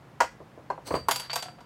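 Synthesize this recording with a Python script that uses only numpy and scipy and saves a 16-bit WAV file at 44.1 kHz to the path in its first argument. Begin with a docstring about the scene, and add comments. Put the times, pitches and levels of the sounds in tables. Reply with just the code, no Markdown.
"""A small, fairly dry room with a low steady rumble. A glass bottle knocks against a wall-mounted wooden
opener, setting the board ringing, and is levered open: gas hisses from the seal, the board thumps and
the cap's rim pings as it slips. The freed steel cap clatters down the wooden chute, clicking,
skidding and tapping a hollow ledge, while each hit keeps its bright ring alive."""
import sys
import numpy as np
from scipy import signal
from scipy.fft import rfft, irfft
from scipy.io import wavfile

SR = 44100
rng = np.random.default_rng(int(sys.argv[2]) if len(sys.argv) > 2 else 0)


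def dump(signal):
    """Clip the signal to [-1, 1] and save it as 16-bit WAV at the path in sys.argv[1]."""
    limited = np.clip(np.atleast_2d(signal).T, -1, 1)
    pcm = np.round(limited * 32767).astype(np.int16)
    wavfile.write(sys.argv[1], SR, pcm)


N = 72765
T = np.arange(N) / SR
LOG_HZ = np.log(np.maximum(np.fft.rfftfreq(N, 1 / SR), 1))


def undb(db):
    return 10 ** (np.asarray(db) / 20)


def unit_rms(x):
    return x / np.sqrt(np.mean(x ** 2))


def fade(t60):
    """Exponential decay, 60 dB in t60 seconds."""
    return np.exp(-np.log(1000) * T / t60)


def delay(x, seconds):
    return np.concatenate([np.zeros(int(seconds * SR)), x])[:N]


def soften(x, hz, order=2):
    """Low-pass: a softer contact excites less treble."""
    return signal.sosfilt(signal.butter(order, min(hz, SR * .45), fs=SR, output="sos"), x)


def eq_gains(colour):
    """An EQ curve of (freq_hz, level_db) points as a gain for every frequency."""
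    hz, db = np.array(colour).T
    return undb(np.interp(LOG_HZ, np.log(hz), db))


def noise(colour):
    """Steady coloured noise of rms 1."""
    return unit_rms(irfft(rfft(rng.standard_normal(N)) * eq_gains(colour), N))


def grainy(colour, grain_s=.001, rough_db=2.5):
    """Noise of rms 1 that sputters in uneven grains."""
    steady = noise(colour)
    edges = np.arange(0, T[-1], grain_s)
    sputter = np.interp(T, edges, rng.standard_normal(N)[:len(edges)])
    return unit_rms(steady * undb(rough_db * sputter))


def even_decay(white, t60, attack_s=0.00014):
    """Fading noise with an even spectrum, so that no single tone stands out."""
    half_fade = fade(2 * t60)  # applied before and after flattening
    x = white * half_fade * (1 - np.exp(-T / attack_s))
    for _ in range(3):
        flat_spectrum = np.exp(1j * np.angle(rfft(x)))
        x = irfft(flat_spectrum, N) * (T < 2 * t60)
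    return x * half_fade / np.linalg.norm(x * half_fade)


def burst(colour, t60):
    """Many dense, short-lived modes struck at once; starts near rms 1."""
    cepstrum = irfft(np.log(eq_gains(colour)), N) * 2 * (np.arange(N) < N // 2)
    eq = np.exp(rfft(cepstrum))  # minimum phase keeps the attack sharp
    x = irfft(rfft(even_decay(rng.standard_normal(N), t60)) * eq, N)
    return x * np.linalg.norm(fade(t60)) / np.linalg.norm(x)


def ring(modes, detune=0):
    """Struck modes; neighbours swing in opposite directions."""
    out = 0
    for k, (hz, db, t60) in enumerate(modes):
        pitch_hz = hz * (1 + detune * rng.standard_normal())
        out += (-1) ** k * undb(db) * fade(t60) * np.sin(2 * np.pi * pitch_hz * T)
    return out


# Bass-heavy room tone: freq_hz, level_db
RUMBLE_EQ = [(30, 3), (55, -7), (100, -3.5), (138, 7), (190, -2.5), (400, -6.5), (900, -10), (2000, -19),
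             (5000, -31), (16000, -43)]
def room_tone(level_db=-51):
    """A low, steady rumble under everything."""
    return undb(level_db) * noise(RUMBLE_EQ)


# Short reverb, longest in the bass: band_hz, level_db, t60_s
REVERB_BANDS = [(103, -1.5, 0.4), (393, -9, 0.17), (885, -11, 0.1), (2350, -7.5, .25), (5900, -7.5, 0.24),
                (14000, -8.5, 0.18)]
def room(x, predelay_s=.008):
    """Adds a small room's diffuse echoes, each band with its own level and decay."""
    hz, db, t60 = np.array(REVERB_BANDS).T
    white = rng.standard_normal(N)
    echoes = 0
    for k, share in enumerate(np.eye(len(hz))):
        tail = delay(even_decay(white, t60[k]), predelay_s)
        band = np.interp(LOG_HZ, np.log(hz), share)
        echoes += undb(db[k]) * rfft(tail) * band
    return x + signal.fftconvolve(x, irfft(echoes, N)[:N // 2])[:N]


# Tiny ring of the bottle neck: pitch_hz, level_db, t60_s
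GLASS_MODES = [(4277, 5, 0.035), (7250, -11, 0.034)]
def glass_tick(start_s=.7015, level_db=-49):
    """The bottle's neck grazes the steel opener and rings briefly."""
    return undb(level_db) * delay(ring(GLASS_MODES), start_s)


# Dry scrape of steel on wood: freq_hz, level_db
SKID_EQ = [(300, -19), (1000, 3.5), (1900, 1.5), (2900, -2), (4700, -2), (5500, -10.5), (14000, -27)]
# Slides along the chute: start_s, length_s, level_db
SKIDS = [(1.183, 0.1, -47.5), (1.3, 0.023, -38.5), (1.369, 0.037, -40)]
def skidding_cap():
    """The crimped edge scrapes over the wood between hits."""
    swells = sum(undb(db) * np.sin(np.pi * np.clip((T - start_s) / length_s, 0, 1))
                 for start_s, length_s, db in SKIDS)
    return grainy(SKID_EQ) * swells


# Thin, peaky fizz: freq_hz, level_db
GAS_EQ = [(500, -1.5), (3700, -14), (4450, 2), (5200, -14), (5950, -7.5), (7200, -17.5), (8500, -4.5),
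          (9800, -23.5), (11000, -13), (13500, -26), (15500, -16.5)]
# Fader curve of the hiss: time_s, level_db
HISS_CURVE = [(0.848, -63), (0.877, -35.5), (0.9, -49.5), (0.925, -48.5), (0.961, -42.5), (0.98, -57.5),
              (1.02, -63)]
def seal_hiss():
    """Gas sputters out from under the cap."""
    time_s, db = np.array(HISS_CURVE).T
    return grainy(GAS_EQ) * undb(np.interp(T, time_s, db, left=-np.inf, right=-np.inf))


# Dull body of the board: freq_hz, level_db
THUMP_EQ = [(35, -23), (80, -3.5), (200, -8), (450, 1.5), (680, 0.5), (820, -10.5), (1030, 0.5),
            (1400, -14), (3000, -23.5), (15000, -75)]
# Pushes on the opener: start_s, level_db, brightness_hz
THUMPS = [(0.402, -39.5, 891), (0.576, -40, 703.4), (0.879, -37, 1500), (0.9067, -23, 2030),
          (0.9403, -19.5, 5970), (0.953, -26.5, 6000)]
def lever_thumps():
    """Pushing and levering jolt the whole board as the cap gives way."""
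    return sum(undb(db) * delay(soften(burst(THUMP_EQ, t60=0.11), bright_hz), start_s)
               for start_s, db, bright_hz in THUMPS)


# Woody note of the board: pitch_hz, level_db, t60_s
BOARD_MODES = [(523.7, -12, 0.072), (660, -8, 0.063), (742, -15, 0.11), (810, -7.5, 0.075),
               (950, -2.5, 0.072), (1155, -6.5, 0.035), (1300, -15, 0.05), (1435, -8, 0.049),
               (1584, -16, 0.085), (2004, -20.5, 0.13)]
def board_ring(detune):
    """The struck board rings, tuned a little differently on every hit."""
    return ring(BOARD_MODES, detune)


def radiate(x, cutoff_hz=365):
    """High-pass: the narrow board gives off little bass."""
    return signal.sosfilt(signal.butter(2, cutoff_hz, "high", fs=SR, output="sos"), x)


# Midrange clack of wood: freq_hz, level_db
CLACK_EQ = [(150, -15), (300, 1.5), (500, 1.5), (1000, 2), (1500, 2.5), (2100, -5), (3000, -3.5),
            (8000, -36)]
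def wood_clack(t60):
    """The wood's dense modes blur into a pitchless clack."""
    return burst(CLACK_EQ, t60)


# Hollow note of the ledge: pitch_hz, level_db, t60_s
LEDGE_MODES = [(727.5, 1.5, 0.19), (1337, -7, 0.12)]
# Soft landings: start_s, level_db
LEDGE_TAPS = [(1.362, -35), (1.427, -40), (1.457, -40), (1.484, -40), (1.586, -48.5)]
def ledge_taps():
    """The cap drops softly on a hollow ledge."""
    out = 0
    for start_s, db in LEDGE_TAPS:
        tap = ring(LEDGE_MODES, detune=0.0055) + undb(-0.5) * wood_clack(t60=0.041)
        out += undb(db) * delay(tap, start_s)
    return out


# Bright ring of the steel cap: pitch_hz, level_db, t60_s
CAP_MODES = [(4657, 0, .31), (4738, -5, .27), (6820, -15, .1), (7870, -10, .13), (8200, -16, .12),
             (8640, -11, .09), (10930, -14, .1), (12250, -10, .09)]
# Pings as the rim slips: start_s, level_db, brightness_hz, flat_hz (lowest mode, at the onset)
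RIM_PINGS = [(0.92, -44, 11100, -1), (0.95, -33.5, 10000, 12), (1.298, -28.5, 5470, 515)]
def slipping_rim(swell_s=0.004, glide_s=.007, damping_t60_s=0.58):
    """The cap's ring swells and glides to its free pitch as the rim lets go; the touching edge damps it."""
    lowest_hz = CAP_MODES[0][0]
    envelope = (1 - np.exp(-T / swell_s)) * fade(damping_t60_s)
    out = 0
    for start_s, db, bright_hz, flat_hz in RIM_PINGS:
        speed = 1 - flat_hz / lowest_hz * np.exp(-T / glide_s)
        ping = np.interp(np.cumsum(speed), np.arange(N), ring(CAP_MODES)) * envelope
        out += undb(db) * delay(soften(ping, bright_hz, order=4), start_s)
    return out


def clink(low_hz=2100, high_hz=13417, count=18, t60=0.044):
    """Each point of the crimped shell rings with its own handful of short, high modes."""
    modes = [(hz, -1.5, t60) for hz in rng.uniform(low_hz, high_hz, size=count)]
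    return ring(modes) / np.sqrt(count)


# Crisp click of the cap's edge: freq_hz, level_db
CLICK_EQ = [(150, -29.5), (450, 1), (1000, 6), (2000, 1.5), (3100, 5), (5100, -0.5), (5800, -0.5),
            (10000, -4), (12700, -4), (14500, -1)]
# Hits down the chute: start_s, click_db, brightness_hz, wood_db, ring_db
CAP_HITS = [(1.085, -27, 14700, -45, -41), (1.111, -18.5, 13700, -23, -32),
            (1.159, -26.5, 14200, -31.5, -35.5), (1.198, -31, 12200, -33.5, -41),
            (1.297, -27.5, 3770, -61, -64), (1.3312, -29, 8700, -31, -34), (1.3579, -25, 13700, -25.5, -38),
            (1.4245, -30.5, 10100, -38.5, -45), (1.605, -51.5, 7100, -45, -62)]
def clattering_cap(echo_s=.0054, echo_db=-5):
    """The cap clicks and knocks the wood; a nearby surface echoes each hit about 5 ms later."""
    out = 0
    for start_s, click_db, bright_hz, wood_db, _ in CAP_HITS:
        click = soften(burst(CLICK_EQ, t60=0.041) + clink(), bright_hz, order=4)
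        hit = undb(click_db) * click + undb(wood_db) * board_ring(detune=0.024)
        echo = undb(echo_db) * delay(hit, echo_s * rng.uniform(0.72, 1.2))
        out += delay(hit + echo, start_s)
    return out


def singing_cap():
    """The steel keeps ringing through the clatter: every hit adds energy to its modes."""
    out = 0
    for hz, db, t60 in CAP_MODES:
        energy = sum(delay(undb(db + ring_db) * fade(t60), start_s) ** 2
                     for start_s, *_, ring_db in CAP_HITS)
        out += np.sqrt(energy) * np.sin(2 * np.pi * (hz * T + rng.random()))
    return out


# Hard crack of glass on wood: freq_hz, level_db
CRACK_EQ = [(60, -4), (200, -0.5), (500, 7), (1000, 8), (1900, 7), (3600, -15), (4400, -3.5), (8200, -8),
            (9200, -18), (14000, -23.5)]
# Bottle strikes and their quick echoes: start_s, level_db, brightness_hz, punch_db, crack_db
KNOCKS = [(0.2040, -16, 3140, -0.5, -4), (0.2080, -12.5, 1730, 1, -15), (0.2174, -26.5, 3180, -9, -9.5),
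          (0.7012, -17.5, 906, -3.5, -27), (0.7063, -23.5, 890, 6.5, -46), (0.777, -25.5, 554, -32, -50),
          (1.0853, -20.5, 4100, 10, -13.5), (1.0898, -26, 3000, 11, -3.5)]
def bottle_knocks(punch_hz=1014.4, sway_hz=56.5, sway_rise_s=0.024):
    """Glass hits with a sharp, doubled attack; the board rings and sways faintly on its mounting."""
    out = 0
    for start_s, db, bright_hz, punch_db, crack_db in KNOCKS:
        body = board_ring(detune=0.0055)
        punch = ring([(punch_hz, punch_db, 0.028)])  # the wood yields right under the contact
        clack = undb(-9) * wood_clack(t60=0.095)
        wood = soften(body + punch + clack, bright_hz)
        crack = undb(crack_db) * burst(CRACK_EQ, t60=0.085)
        sway = ring([(sway_hz, -31, 0.43)]) * (1 - np.exp(-T / sway_rise_s))
        out += undb(db) * delay(radiate(wood + crack) + sway, start_s)
    return out


def scene():
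    """The bottle opens and the cap falls, in mono, with room reverb over the rumble."""
    opening = bottle_knocks() + glass_tick() + seal_hiss() + lever_thumps() + slipping_rim()
    falling = radiate(clattering_cap() + ledge_taps()) + singing_cap() + skidding_cap()
    return (room(opening + falling) + room_tone())[None]


def record(dry, low_cut_hz=54, high_cut_hz=15800):
    """Master EQ: trims the deep bass and the top of the treble."""
    thin = signal.sosfilt(signal.butter(4, low_cut_hz, "high", fs=SR, output="sos"), dry)
    return signal.sosfilt(signal.ellip(10, .2, 80, high_cut_hz, fs=SR, output="sos"), thin)


dry = scene()
out = record(dry)
dump(out)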